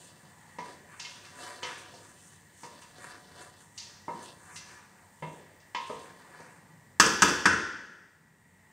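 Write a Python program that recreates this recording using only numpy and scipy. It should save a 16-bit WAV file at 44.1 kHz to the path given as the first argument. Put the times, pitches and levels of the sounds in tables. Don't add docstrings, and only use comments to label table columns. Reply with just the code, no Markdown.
import sys
import numpy as np
from scipy import signal
from scipy.fft import rfft, irfft
from scipy.io import wavfile
from scipy.ndimage import uniform_filter1d

SR = 44100
rng = np.random.default_rng(int(sys.argv[2]) if len(sys.argv) > 2 else 0)


def level_to_linear(level):
    exponent = np.asarray(level, float) / 20
    return 10 ** exponent


def pcm_store(signal):
    levels = np.round(np.clip(np.atleast_2d(signal), -1, 1) * 32767)
    wavfile.write(sys.argv[1], SR, levels.astype(np.int16).T)


N = 384552


def level(x, db):
    return x * level_to_linear(db) / np.sqrt(np.mean(x ** 2))


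def band(x, lo_hz, hi_hz, order=3):
    return signal.sosfilt(signal.butter(order, [lo_hz, hi_hz], "band", fs=SR, output="sos"), x)


def walk(rate_hz):
    hold = int(SR / rate_hz)
    held = np.repeat(rng.standard_normal(N // hold + 1), hold)
    return 1.8 * uniform_filter1d(uniform_filter1d(held, hold), hold)[:N]


def fade(t, t60_s):
    return np.exp(-np.log(1000) * t / np.maximum(t60_s, 1 / 200))


def ring(modes, t, scatter_db, wobble):
    hz, db, t60_s = np.transpose(modes)[:, :, None]
    chance = rng.standard_normal((len(modes), 1))
    steps = rng.standard_normal((len(modes), len(t) // 64 + 1))
    path = np.repeat(np.cumsum(steps, axis=1), 64, axis=1)[:, :len(t)]
    drift = wobble * np.sqrt(hz / 1000) * path
    tones = np.sin(2 * np.pi * hz * t + drift)
    return np.sum(level_to_linear(db + scatter_db * chance) * fade(t, t60_s) * tones, axis=0)


# (peak t/s, level/dB, grit/dB, rise s per 10 dB, fall s per 10 dB)
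SCRAPES = [(0.019, -59, 8, 0.2, 0.2), (0.301, -60.5, 0.5, 0.19, 0.073), (.7, -54, 4, 0.087, 0.11),
           (.93, -55, -4, 0.071, 0.17), (1.09, -51.5, -9, 0.14, 0.2), (1.41, -45, 4.7, 0.029, 0.15),
           (1.49, -43.5, 0.7, 0.13, 0.11), (1.72, -47, -4.5, 0.15, 0.18), (2.05, -57.5, 5.7, 0.42, 0.19),
           (2.78, -57.5, 7.5, 0.19, 0.087), (3.05, -46, 3, 0.081, 0.17), (3.42, -48.5, 3, .11, 0.11),
           (3.88, -60.5, 1, 0.046, 0.21), (4.22, -52.5, 7, 0.12, 0.14), (4.51, -52, -20, 0.12, 0.25),
           (4.7, -54, -7, 0.19, 0.23), (5.05, -67, 3, 0.17, 0.075), (5.4, -59, 1.5, 0.081, 0.17),
           (5.82, -53.5, 2, 0.052, 0.11), (6.03, -55, 4.3, .1, 0.34), (6.34, -52, -3.5, 0.15, 0.22),
           (6.49, -57, -9, 0.11, .15)]
# thrum, rub, rasp, sizzle [level/dB]
SCRAPE_COLOUR_DB = [-4.5, 0.5, -4.5, -8]
GRIT_SHARE = [0.41, 0, 0.81, .6]
# (peak t/s, level/dB, rise s per 10 dB)
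SPITS = [(.05, -57, 3.5), (0.681, -61.5, 0.75), (1.01, -57.5, 0.1), (1.16, -57, 0.2), (1.45, -54.5, 0.25),
         (1.66, -52, -1.9), (1.78, -55, -1.5), (2.33, -54.5, 0.5), (2.63, -53, 0.08), (2.82, -56, -0.2),
         (3.06, -66, 0.6), (3.42, -58, -0.6), (3.61, -55.5, .04), (3.79, -53.5, 0.04), (4.23, -51, 0),
         (4.56, -53, 0.23), (4.75, -59, .1), (5.35, -61, 0.34), (5.87, -54, -0.13), (6.03, -58.5, 0.17),
         (6.4, -61, -0.2), (6.5, -65, -0.4)]
SPIT_COLOUR_DB = [-33, -8, -4, 0.5]
SIMMER_DB = [-70.5, -72.5, -68, -67.5]


def swell(t, peak_s, db, rise_s, fall_s):
    climb = (t - peak_s) / max(rise_s, .01)
    sink = (peak_s - t) / max(fall_s, .01)
    return level_to_linear(2 * db + 20 * np.minimum(climb, sink))


def effort_db(k):
    t = np.arange(0, N / SR, 1 / 500)
    lift_s, simmer_fade_db_s = 6.6, 3.1
    power = swell(t, 0, SIMMER_DB[k], 1, 10 / simmer_fade_db_s) * (t < lift_s)
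    for s, db, grit_db, rise_s, fall_s in SCRAPES:
        stroke_db = db + SCRAPE_COLOUR_DB[k] + GRIT_SHARE[k] * grit_db
        power = power + swell(t, s, stroke_db, rise_s, fall_s)
    for s, db, rise_s in SPITS:
        power = power + swell(t, s, db + SPIT_COLOUR_DB[k], rise_s, fall_s=0.083)
    return np.interp(np.arange(N) / SR, t, 10 * np.log10(power + 1e-14))


# (f/Hz, level/dB, t60/s)
DRAG = [(266, -2.5, 0.13), (365.4, -7.5, 0.09), (592.5, -5.8, 0.11), (734.6, -1.5, 0.1), (993.6, -3.5, .15),
        (1207, -4.5, 0.063), (1734, -6, 0.19), (1920, 0.5, 0.043), (2685, -10, 0.15), (3010, -9.5, 0.14),
        (3572, -9.5, 0.053), (4820, -9, 0.081), (6120, 1.5, 0.072), (6800, -6, 0.074), (7960, -8, 0.042),
        (8900, -5, 0.074)]
# (from f/Hz, to f/Hz)
STIR_BANDS = [(330, 850), (900, 2300), (2300, 5800), (5000, 10300)]
BODY_DB = [-1.5, -5, -9, -18]


def stir():
    slip_size = level_to_linear(1.7 * rng.exponential(size=N))
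    slips = rng.standard_normal(N) * slip_size * (rng.random(N) < .2)
    response = ring(DRAG, np.arange(SR // 4) / SR, scatter_db=0, wobble=0)
    body = signal.fftconvolve(slips, response)[:N]
    out, drag = 0, walk(16)
    for k, ((lo, hi), body_db) in enumerate(zip(STIR_BANDS, BODY_DB)):
        rasp = level(band(slips, lo, hi, order=2), 0)
        part = rasp + level(band(body, lo, hi), body_db)
        out = out + level(part, -0.78) * level_to_linear(effort_db(k) + 0.44 * drag + walk(25))
    return out


# (from f/Hz, to f/Hz)
HIT_BANDS = [(800, 1400), (140, 750), (1400, 2200), (2300, 3600), (4000, 9000)]


def blow(t, band_db, modes, wash, scatter_db):
    head = slice(0, SR // 50)
    clear = ring(modes, t, scatter_db, wobble=0.15)
    dense, hit = rng.standard_normal(len(t)), 0
    for (lo, hi), db, row in zip(HIT_BANDS, band_db, wash):
        from_hz, to_hz, early_s, late_s, late_db, wash_db = row
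        decay = fade(t, early_s) + level_to_linear(late_db) * fade(t, late_s)
        tail = band(dense * decay, from_hz, to_hz)
        part = band(clear, lo, hi)
        part = part / np.std(part[head]) + level_to_linear(wash_db) * tail / np.std(tail[head])
        hit = hit + level_to_linear(db - 5.0) * part / np.std(part[head])
    return hit, dense


def blows(events, modes, wash, scatter_db, rise_s, crack, fizz_db, edge_db, thump_db):
    out, t = np.zeros(2 * N), np.arange(int(SR * 6 / 5)) / SR
    hardest_db = np.max(np.array(events)[:, -1])
    for s, *band_db in events:
        thud_db, tick_db = band_db[1], band_db[-1]
        hit, dense = blow(t, band_db, modes, wash, scatter_db)
        fizz = band(dense, 7140, 10000) * (fade(t, .06) + 0.29 * fade(t, 0.68))
        hit = hit + level_to_linear(tick_db + fizz_db) * fizz
        edge = band(dense, 9000, 21000) * (fade(t, 0.062) + 0.4 * fade(t, 0.7))
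        hit = hit + level_to_linear(2 * tick_db - hardest_db + edge_db) * edge
        hit = hit + level_to_linear(thud_db + thump_db) * band(dense * fade(t, 0.85), 70, 160)
        onset = 1 - np.exp(-t / max(rise_s, 1 / SR))
        start = int(s * SR)
        out[start:start + len(t)] += hit * onset * (1 + crack * fade(t, 0.031))
    return out[:N]


# (t/s, level/dB, hardness/dB, rebound lag/s, rebound level/dB)
RAPS = [
    (6.998, -11.5, 2, 0.063, -23),
    (7.22, -10.5, 0.86, 0.063, -24),
    (7.455, -10, -4.5, .075, -25.5),
]
# clang, thud, ring, clink, tick of a rap [level/dB]
RAP_COLOUR_DB = [-2.5, -10, -0.53, -9.5, -5]
REBOUND_COLOUR_DB = [-4, -1.6, -3.2, -23, -6.5]
HARD_SHARE = [0.15, -0.41, -0.19, .6, 1.12]
# (f/Hz, level/dB, t60/s)
RIM = [(196, -8.5, 0.42), (296, -11, 0.41), (352, -10, 0.56), (444, -13, 0.5), (979, -4, 0.47),
       (1050, -7, 0.8), (1195, -8, 0.6), (1270, 4, 0.2), (1373, -7, 0.9), (1512, -3, 0.7), (1420, -10, .9),
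       (1624, 2, 0.2), (1640, -11, 0.9), (1694, -5, 1.0), (2094, -16, .4), (2460, -12, .4),
       (2678, -5, 0.55), (2930, -12, 0.6), (3510, -18, 0.9), (4716, -18, 0.55), (4867, -12, 0.3),
       (5500, -17, 0.8), (5889, -14, 0.6), (6228, -15, 0.6), (6400, -5.5, 0.13), (7773, -1, 0.05)]
# (from f/Hz, to f/Hz, early t60/s, late t60/s, late share/dB, level re clear modes/dB)
RAP_WASH = [(877, 1346, .1, 0.97, -6, -1.5), (136, 500, 0.34, 1.2, -2, -1), (1341, 1900, .06, 1.06, -7, 0),
            (2420, 3500, 0.051, 1, -5.5, 2), (4520, 6400, 0.045, 0.99, -11.5, 4)]


def rim_raps():
    rows = []
    for s, db, hard_db, lag_s, rebound_db in RAPS:
        lift_db = hard_db * np.array(HARD_SHARE)
        rows.append((s, *(db + lift_db + RAP_COLOUR_DB)))
        rows.append((s + lag_s, *(rebound_db + lift_db + REBOUND_COLOUR_DB)))
    return blows(rows, RIM, RAP_WASH, scatter_db=1.5, rise_s=0.0021, crack=1.1,
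                 fizz_db=1.9, edge_db=-7, thump_db=5.5)


# (t/s, clang level/dB, thud re clang/dB, handle clink level/dB, tick re clink/dB)
KNOCKS = [(0.585, -31.5, -4.5, -48.5, -2.5), (0.996, -50.5, -9, -41, 2), (1.047, -48.5, -18, -39.5, -5),
          (1.248, -59, -17, -52.5, 0.5), (1.629, -36, -5.5, -34, -4.5), (1.938, -55.5, 10, -65, 12),
          (2.632, -40, -4.5, -53, 4), (2.819, -53, -19, -54, -1.5), (3.777, -63, -14, -45, 7.5),
          (3.811, -58, -15, -54, -14.5), (4.080, -29, -5, -64.5, 0), (4.559, -56, -17, -45, 3),
          (5.223, -32.5, -0.3, -47, -16.5), (5.599, -71, 6, -65, 3.5), (5.747, -28.5, -14.5, -33.5, -10),
          (5.896, -35, 2.1, -62, 7), (6.399, -48, 3, -68.5, 9.5)]
# (f/Hz, level/dB, t60/s)
WALL = [(157, -13, 0.49), (312, -25.5, 0.21), (448, -11, 0.64), (497, -4.5, 0.41), (614, -8.5, 0.2),
        (936, 1, 0.51), (986, 5.5, 0.42), (1057, -8.5, 0.99), (1185, -8.5, 0.4), (1272, -7.5, 0.35),
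        (1762, -6, 0.3), (1934, -0.5, 0.18), (2050, -7, .4), (2134, -6, 0.31), (2540, -14.5, 0.19),
        (2710, -6, 0.49), (2880, -12, 0.09), (3030, -6.5, 0.21), (3490, -24.5, 0.89), (4390, -4, 0.2),
        (4750, -5, 0.44), (5000, -11, 0.51), (5060, -16, 0.84), (5800, -18, 0.54), (5750, -27, 0.45),
        (5950, -10.5, 0.78), (6630, -11.5, 0.091), (7000, -22, .26)]
# (from f/Hz, to f/Hz, early t60/s, late t60/s, late share/dB, level re clear modes/dB)
KNOCK_WASH = [(880, 1200, 0.1, 0.51, 4, -12), (140, 680, 0.088, 0.98, 2.8, -3),
              (1630, 2300, 0.1, 0.98, -8, -0.5), (2450, 3600, 0.044, 0.92, 1, -3),
              (4000, 6600, 0.16, 1, -1, 7)]


def wall_knocks():
    rows, wall_share = [], 0.65
    for s, wall_db, thud_db, clink_db, tick_db in KNOCKS:
        ring_db = wall_share * wall_db + (1 - wall_share) * clink_db - 3.5
        rows.append((s, wall_db, wall_db + thud_db, ring_db, clink_db, clink_db + tick_db))
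    return blows(rows, WALL, KNOCK_WASH, scatter_db=5.5, rise_s=0.0016, crack=0.37,
                 fizz_db=-4.5, edge_db=-17, thump_db=-4.5)


# (f/Hz, level per Hz/dB)
KITCHEN = [(30, -31.5), (70, -25), (110, -14), (300, -17.5), (600, -20.5), (1100, -26), (2000, -39.5),
           (2500, -36.5), (6200, -31), (7300, -24.5), (9300, -25), (12000, -34.5), (14200, -33.5),
           (15200, -20.5)]


def flame_and_rumble():
    out, surge = 0, walk(0.91)
    hz, db = np.transpose(KITCHEN)
    for mid_hz in 30 * 2 ** (np.arange(37) / 4):
        band_db = np.interp(np.log(mid_hz), np.log(hz), db) + 10 * np.log10(mid_hz)
        noise = band(rng.standard_normal(N), mid_hz / 2 ** (1 / 8), mid_hz * 2 ** (1 / 8), order=2)
        out = out + level(noise, band_db) * level_to_linear(.4 * surge + .6 * walk(3.8))
    return level(out, -62.5)


# (f/Hz, width/Hz, level/dB)
HUM = [(97, 12, -67.5), (159.3, 31, -64), (205, 18, -73), (920, 150, -68), (1724, 67, -71.5),
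       (1907, 140, -67.5)]
# (f/Hz, level/dB)
WHINE = [(12172, -80)]


def appliances():
    out = 0
    for hz, width_hz, db in HUM:
        noise = band(rng.standard_normal(N), hz - width_hz / 2, hz + width_hz / 2, order=1)
        out = out + level(noise, db) * level_to_linear(1.6 * walk(2.927))
    for hz, db in WHINE:
        phase = 2 * np.pi * hz * np.arange(N) / SR + .4 * walk(30)
        out = out + np.sqrt(2) * level_to_linear(db + 10.0) * np.sin(phase)
    return out


# (f/Hz, width/Hz, level/dB)
PORTS = [(1700, 690, -13), (9450, 1800, -15.5), (13000, 4000, -25.5)]


def scene():
    mid = stir() + rim_raps() + wall_knocks() + flame_and_rumble() + appliances()
    side = 0
    for (hz, width_hz, db), lag_samples in zip(PORTS, (1, 2, 1)):
        late = np.roll(mid, lag_samples)
        side = side + level_to_linear(db) * band(late, hz - width_hz / 2, hz + width_hz / 2, order=2)
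    return np.array([mid + side, mid - side])


def smooth(x, time_s):
    keep = np.exp(-1 / (time_s * SR))
    return signal.lfilter([1 - keep], [1, -keep], x)


def top_cut(x):
    return signal.sosfilt(signal.butter(12, 16780, fs=SR, output="sos"), x)


def record(dry):
    loud_db = 10 * np.log10(smooth(np.mean(dry ** 2, axis=0), 0.25) + 1e-12)
    over_db = np.clip(loud_db + 38.5, 0, 30)
    dip_db = smooth(0.47 * over_db, 0.6)
    lowpass = signal.ellip(8, .2, 60, 15500, fs=SR, output="sos")
    x = signal.sosfilt(lowpass, dry * level_to_linear(-dip_db))
    above_hz = np.fft.rfftfreq(N, 1 / SR) - 9600
    mix = irfft(rfft(x) * level_to_linear(-11 / (1 + np.exp(-above_hz / 150))), N)
    return top_cut(mix)


dry = scene()
out = record(dry)
pcm_store(out)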